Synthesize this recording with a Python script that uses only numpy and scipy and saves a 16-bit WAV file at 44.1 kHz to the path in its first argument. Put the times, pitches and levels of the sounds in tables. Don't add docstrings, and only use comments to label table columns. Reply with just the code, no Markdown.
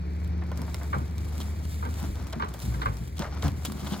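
import sys
import numpy as np
from scipy import signal
from scipy.fft import rfft, irfft, next_fast_len
from scipy.io import wavfile
from scipy.ndimage import map_coordinates

SR = 44100
rng = np.random.default_rng(int(sys.argv[2]) if len(sys.argv) > 2 else 0)


def dump(signal):
    limited = np.clip(np.atleast_2d(signal).T, -1, 1)
    pcm = np.round(limited * 32767).astype(np.int16)
    wavfile.write(sys.argv[1], SR, pcm)


N = 4 * SR

# centre_s, level_db
WIND_PUFFS = [(2.1, -35), (3.0, -47), (3.27, -34.5)]
# time_s, firing_hz, level_db, overtones_db
ENGINE_RUN = [(0, 71.9, -32, -6), (.3, 77.1, -28, -10), (.54, 75.3, -32.5, -2.5), (.79, 73.16, -31.5, -4),
              (1.25, 75.44, -32, -1), (1.9, 76.4, -32, -1.5), (2.19, 72.2, -33, 2.5),
              (2.51, 62.03, -41, 5.5), (2.62, 62.3, -39.5, -21), (2.69, 63.3, -29, -8),
              (2.91, 57.83, -34, -22), (3.13, 58.05, -46, 10.5), (3.35, 72.37, -31.5, -7),
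              (3.49, 76.66, -28, 1.5), (3.63, 76, -37, 1.5), (3.83, 71.9, -37.5, 0), (4, 75, -45.5, -13)]
ENGINE_ORDERS = {5: -21, 6: 0, 7: -14, 8: -12, 11: -30.5, 12: -16.5, 13: -31, 15: -22, 16: -20.5, 18: -36.5}
# time_s, pitch_hz, level_db
HIGH_HUM = [(0, 175.2, -41), (.25, 176, -40.5), (.5, 175.1, -40.5), (.72, 169, -42.5), (1.0, 164.4, -49),
            (1.5, 165.8, -47.5), (2.2, 165.1, -55.5), (4, 167.8, -51)]
# start_s, level_db, edge_db, knock_db
CLACK_BLOWS = [(0.9293, -21, -54, -30), (1.825, -32.5, -66, -41), (1.85, -32, -50, -38.5),
               (2.398, -25, -58, -43), (2.4213, -22, -43.5, -38), (2.74, -34, -52, -48),
               (2.817, -23, -39.5, -38.5), (2.857, -20, -46, -36.5)]
# pitch_hz, gain_db, t60_s
WOOD_MODES = [(594.8, -10, .14), (956, 8.5, 0.073), (1192, 16, 0.056), (1383, 10.5, 0.063),
              (1600, 5, 0.066), (1686, 1, 0.098), (2010, -3, 0.099), (2219, -2.5, 0.079)]
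# time_s, level_db
GRASS_CRUSH = [(0, -70.5), (.24, -62), (.35, -69.5), (.52, -64), (.69, -54), (.98, -55.5), (1.11, -60),
               (1.43, -50), (1.61, -57.5), (1.72, -48.5), (1.86, -56.5), (1.99, -48.5), (2.25, -58),
               (2.46, -61.5), (2.57, -55.5), (2.62, -46), (2.72, -50), (2.88, -54), (2.94, -54.5),
               (3.04, -53), (3.14, -61), (3.21, -48.5), (3.3, -62), (3.4, -58.5), (3.45, -42.5),
               (3.53, -58), (3.68, -48), (3.76, -52.5), (3.93, -48), (4, -49)]
# time_s, level_db
STICK_GRIND = [(0, -59), (.38, -55.5), (.55, -51.5), (.75, -50.5), (.82, -50.5), (.9, -56), (1.2, -55),
               (1.43, -50), (1.7, -59.5), (1.96, -52.5), (2.04, -42), (2.12, -59), (2.2, -45),
               (2.28, -51.5), (2.75, -51), (3.0, -57), (3.15, -63.5), (3.21, -36.5), (3.25, -43.5),
               (3.29, -52), (3.33, -44), (3.37, -45.5), (3.41, -53.5), (3.43, -41), (3.47, -35.5),
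               (3.52, -55.5), (3.62, -51.5), (3.76, -53.5), (3.81, -46.5), (3.87, -44), (3.94, -40),
               (4, -48)]
# centre_s, level_db, half_length_s
BRUSH_CRUSHES = [(1.415, -40.5, 0.0091), (2.332, -39, 0.0049), (3.171, -41, 0.0028), (3.182, -40, .003),
                 (3.201, -42, 0.0062), (3.224, -37, 0.0037), (3.426, -36, .003), (3.483, -39.5, .003),
                 (3.6525, -26.5, 0.0016), (3.666, -40.5, 0.0094), (3.803, -50.5, 0.027),
                 (3.858, -41, 0.0016), (3.872, -40.5, 0.0072), (3.91, -46.5, 0.0044), (3.935, -40, 0.016),
                 (3.997, -49, .006)]
# start_s, level_db, t60_s
TWIG_SNAPS = [(.275, -42, 0.032), (.467, -43.5, 0.018), (0.5164, -38.5, 0.019), (.574, -31, 0.026),
              (0.6174, -29.5, 0.021), (0.7444, -19.5, 0.01), (.947, -37, 0.013), (1.1813, -29.5, 0.011),
              (1.2466, -34.5, 0.0077), (1.403, -31, 0.02), (1.412, -33, 0.028), (1.6523, -37, 0.014),
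              (1.9414, -32, 0.0077), (2.1555, -35.5, 0.014), (2.2696, -34.5, 0.025), (2.326, -35, 0.024),
              (2.488, -35.5, 0.018), (2.539, -32.5, 0.054), (2.591, -37.5, 0.043), (2.62, -31, .03),
              (2.9691, -34.5, 0.026), (3.17, -36, 0.028), (3.1931, -23, 0.01), (3.425, -42, 0.018),
              (3.48, -29.5, .025), (3.6502, -17, 0.011), (3.655, -21.5, .03), (3.721, -32, .03),
              (3.921, -34, 0.043)]
# start_s, level_db, t60_s
STICK_CRACKS = [(.42, -33, 0.08), (.516, -31.5, .07), (.591, -33, 0.035), (.617, -35.5, 0.061),
                (.68, -36, .06), (.745, -26, 0.029), (.812, -34.5, 0.18), (2.33, -27.5, 0.097),
                (2.545, -34, 0.048), (3.219, -26, 0.12), (3.24, -30, 0.21), (3.426, -28.5, 0.1),
                (3.459, -30, 0.067), (3.48, -32, .05), (3.651, -37.5, 0.066), (3.699, -30, 0.021),
                (3.864, -29.5, 0.057), (3.919, -40, 0.075)]
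# start_s, level_db, pitch_hz, t60_s
LANDINGS = [(0.589, -33, 235.6, 0.19), (0.957, -26.5, 131.4, 0.33), (1.012, -34.5, 239.5, 0.17),
            (1.379, -35, 235, 0.26), (1.838, -37, 251.3, 0.37), (2.025, -29.5, 192.4, 0.3),
            (2.36, -32, 225, 0.35), (2.634, -30, 128.7, 0.48), (2.675, -24.5, 115.6, 0.32),
            (2.74, -30, 134.4, 0.48), (2.861, -25, 106.4, 0.35), (3.011, -26, 125.7, 0.13),
            (3.198, -23.5, 214, 0.11), (3.446, -20, 150.5, 0.25), (3.56, -32, 124.6, .3),
            (3.683, -31, 207.6, 0.36), (3.822, -31, 200, 0.35), (3.917, -27, 199, 0.34)]

# frequency_hz, density_db
PUFF_COLOUR = [(15, -4), (35, -8), (45, 6), (70, -48), (300, -85)]
BREEZE_COLOUR = [(100, -11), (500, 20), (2000, -8), (5000, -34), (16000, -69)]
EXHAUST_COLOUR = [(25, -24.5), (50, 2), (90, 3.5), (200, -5), (300, -5.5), (500, -15.5), (1000, -25.5),
                  (2000, -25.5), (2350, -23), (2700, -37), (4700, -34), (5600, -43.5), (9000, -68)]
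RATTLE_COLOUR = [(200, -30), (500, -15), (1100, 8.5), (1650, -8), (2300, -9), (2800, -14), (5600, -30),
                 (9000, -66)]
EDGE_COLOUR = [(1500, -14), (2400, -8.5), (3200, 7), (4400, -0.5), (5100, -7), (6000, -14), (9000, -42)]
KNOCK_COLOUR = [(150, 1), (330, 12.5), (650, 8), (1000, 7), (1400, 5), (2200, -17.5), (6000, -59)]
GRASS_COLOUR = [(200, -48), (1000, 2), (2500, -0.5), (4000, 2), (7000, 1), (15500, -3)]
GRIND_COLOUR = [(100, 4.5), (300, -5), (650, 5), (1000, 3), (1400, 0.5), (2000, -8.5), (3500, -12.5),
                (6000, -10.5), (12000, -73)]
BRUSH_COLOUR = [(1500, -10), (2600, -7.5), (3200, 5.5), (4000, 0), (5500, -7), (8000, -7), (16000, -33)]
TWIG_COLOUR = [(300, 4.5), (1200, 9), (2200, -0.5), (3200, 5.5), (5500, 3.5), (16000, -1)]
CRACK_COLOUR = [(150, -21), (450, -3.5), (700, 3.5), (1050, 1.5), (1400, -3), (2000, -7.5), (3500, -22.5),
                (9000, -45)]


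def amp(db):
    return 10 ** (np.asarray(db) / 20)


def unit(x):
    return x / np.sqrt(np.mean(x ** 2) + 1e-20)


def curves(rows):
    times, *columns = np.transpose(rows)
    return [np.interp(np.arange(N) / SR, times, column) for column in columns]


def wobble(rate):
    return map_coordinates(rng.standard_normal(4096), [np.arange(N) * rate / SR], mode="wrap")


def swell(centre_s, db, half_length_s):
    return amp(db) * np.exp(-((np.arange(N) / SR - centre_s) / half_length_s) ** 2)


def filtered(x, response):
    size = next_fast_len(N + SR // 2)
    return irfft(rfft(x, size) * response(np.fft.rfftfreq(size, 1 / SR)), size)[..., :N]


def coloured(x, colour):
    size = 8192
    hz, db = np.transpose(colour)
    shape_db = np.interp(np.log(np.fft.rfftfreq(size, 1 / SR) + 1), np.log(hz), db)
    cepstrum = irfft(np.log(amp(shape_db)))
    cepstrum[1:size // 2] *= 2
    cepstrum[size // 2 + 1:] = 0
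    impulse = irfft(np.exp(rfft(cepstrum)))[:size // 2]
    return signal.fftconvolve(x, impulse / np.linalg.norm(impulse))[:N]


def noise(colour):
    return unit(coloured(rng.standard_normal(N), colour))


def crackle(colour, per_s, spread_db, bed):
    sizes = amp(spread_db * np.minimum(rng.exponential(size=N), np.pi)) * rng.choice([-1, 1], N)
    fractures = unit(sizes * (rng.random(N) < per_s / SR))
    return unit(coloured(fractures + bed * rng.standard_normal(N), colour))


def add(track, start_s, sound):
    part = track[round(start_s * SR):][:len(sound)]
    part += sound[:len(part)]


def bursts(rows, colour, fibres_per_s=1400, spread_db=2.5):
    track, t = np.zeros(N), np.arange(SR // 5) / SR
    for start_s, db, t60 in rows:
        fibres = np.interp(t * fibres_per_s, np.arange(512), rng.standard_normal(512))
        envelope = unit(amp(spread_db * fibres)) * amp(db - 60 * t / t60)
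        add(track, start_s, envelope * rng.standard_normal(len(t)))
    return coloured(track, colour)


def placed(x, lead_s, left_db):
    sides = np.array([[.5], [-.5]])
    return filtered(x, lambda hz: amp(left_db * sides) * np.exp(2j * np.pi * hz * lead_s * sides))


def spread(make, width):
    mid, side = make(), width * make()
    return np.array([mid + side, mid - side])


def wind():
    gusts = sum(swell(centre_s, db, half_length_s=0.04) for centre_s, db in WIND_PUFFS)
    puffs = gusts * noise(PUFF_COLOUR)
    hiss = amp(-72.5 + 1.1 * wobble(6.5)) * spread(lambda: noise(BREEZE_COLOUR), width=1.0)
    return puffs + hiss


def slope_echo(x, t60_s=0.068, attack_s=0.00079):
    t = np.arange(SR // 2) / SR
    scatter = signal.lfilter([1], [1, -.6], rng.standard_normal((2, len(t))))
    tail = scatter * amp(-60 * t / t60_s) * (1 - np.exp(-t / attack_s))
    return signal.fftconvolve(x, tail / np.linalg.norm(tail[0]), axes=1)[:, :N]


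def engine(firing_order=6, lead_s=0.000486):
    firing_hz, level_db, overtones_db = curves(ENGINE_RUN)
    high_hz, high_db = curves(HIGH_HUM)
    cycle = np.cumsum(firing_hz) / SR / firing_order
    hum = amp(high_db + wobble(8.3)) * np.sin(2 * np.pi * np.cumsum(high_hz) / SR)
    for order, db in ENGINE_ORDERS.items():
        swing_db = 0.5 * wobble(4.92) if order == firing_order else overtones_db + 4.9 * wobble(6.4)
        hum += amp(level_db + db + swing_db) * np.sin(2 * np.pi * (order * cycle + rng.random()))
    pulsing = 1 + 0.19 * np.cos(2 * np.pi * firing_order * cycle)
    exhaust_db = -40.5 + 0.23 * (level_db - level_db.mean())
    exhaust = amp(exhaust_db) * pulsing * noise(EXHAUST_COLOUR)
    return placed(np.sqrt(2) * hum, lead_s, left_db=.5) + placed(exhaust, lead_s, left_db=2.0)


def wood_ring(roughness=0.98, detune=0.0176, scatter_db=0.5, attack_s=0.0015):
    track, t = np.zeros(N), np.arange(SR // 4) / SR
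    attack = 1 - np.exp(-t / attack_s)
    for start_s, blow_db, _, _ in CLACK_BLOWS:
        for hz, mode_db, t60 in WOOD_MODES:
            knots = rng.standard_normal(128) + 1j * rng.standard_normal(128)
            chatter = 1 + roughness * np.interp(t * 260, np.arange(128), knots)
            pitch_draw, level_draw = rng.standard_normal(2)
            tone = np.exp(2j * np.pi * (hz * (1 + detune * pitch_draw) * t + rng.random()))
            db = blow_db + mode_db - 18 - scatter_db * level_draw
            add(track, start_s, amp(db - 60 * t / t60) * attack * (chatter * tone).real)
    return track


def clacks(rattle_t60_s=0.23, edge_t60_s=0.095, knock_t60_s=0.24, knock_late_s=0.009):
    ring = wood_ring()
    rattle = bursts([(s, db - 12, rattle_t60_s) for s, db, _, _ in CLACK_BLOWS], RATTLE_COLOUR)
    edge = bursts([(s, db, edge_t60_s) for s, _, db, _ in CLACK_BLOWS], EDGE_COLOUR)
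    knock = bursts([(s + knock_late_s, db, knock_t60_s) for s, _, _, db in CLACK_BLOWS], KNOCK_COLOUR)
    return placed(ring + rattle + edge + knock, lead_s=0.00046, left_db=-1.5)


def rolling():
    grass_db, = curves(GRASS_CRUSH)
    sticks_db, = curves(STICK_GRIND)
    blades = spread(lambda: crackle(GRASS_COLOUR, per_s=2500, spread_db=4.0, bed=0.93), width=0.27)
    stalks = amp(-5.5) * crackle(TWIG_COLOUR, per_s=120, spread_db=9.5, bed=0)
    sticks = spread(lambda: crackle(GRIND_COLOUR, per_s=500, spread_db=0.5, bed=0.66), width=0.31)
    brush = spread(lambda: crackle(BRUSH_COLOUR, per_s=1100, spread_db=-3, bed=0.072), width=0.17)
    grass = (blades + stalks) * amp(grass_db + 1.64 * wobble(70))
    sticks *= amp(sticks_db + 1.22 * wobble(40))
    brush *= sum(swell(*crush) for crush in BRUSH_CRUSHES)
    return placed(grass, lead_s=-.00027, left_db=.2) + placed(sticks + brush, lead_s=.00005, left_db=2.5)


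def twigs(core_late_s=0.00063, core_t60_s=0.0026):
    snaps = amp(-9) * spread(lambda: bursts(TWIG_SNAPS, TWIG_COLOUR), width=0.44)
    cores = bursts([(s + core_late_s, db - 2, core_t60_s) for s, db, _ in TWIG_SNAPS], TWIG_COLOUR)
    cracks = amp(-6) * spread(lambda: bursts(STICK_CRACKS, CRACK_COLOUR), width=0.15)
    return snaps + placed(cores + cracks, lead_s=.00004, left_db=0)


def thumps(attack_s=0.0025, tone_db=8):
    track, t = np.zeros(N), np.arange(SR // 2) / SR
    for start_s, db, hz, t60 in LANDINGS:
        offsets = np.linspace(-1, 1, 6) + 0.1425 * rng.standard_normal(6)
        rumble_hz = hz * np.exp(0.5 * offsets)
        rumble = np.sin(2 * np.pi * (rumble_hz[:, None] * t + rng.random((6, 1)))).sum(0)
        tone = amp(tone_db) * np.sin(2 * np.pi * hz * t)
        envelope = (1 - np.exp(-t / attack_s)) * amp(-60 * t / t60)
        rms = amp(db) * np.sqrt(np.mean(envelope ** 2))
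        add(track, start_s, rms * unit((rumble + tone) * envelope))
    return placed(track, lead_s=0.0006, left_db=1.5)


def scene():
    sharp = twigs() + clacks()
    return engine() + rolling() + thumps() + sharp + amp(-13) * slope_echo(sharp) + wind()


def record(dry, low_cut_hz=32.3, top_hz=15950):
    thinned = filtered(dry, lambda hz: hz ** 2 / np.sqrt(hz ** 4 + low_cut_hz ** 4))
    return filtered(thinned, lambda hz: 1 / np.sqrt(1 + (hz / top_hz) ** 120))


dry = scene()
out = record(dry)
dump(out)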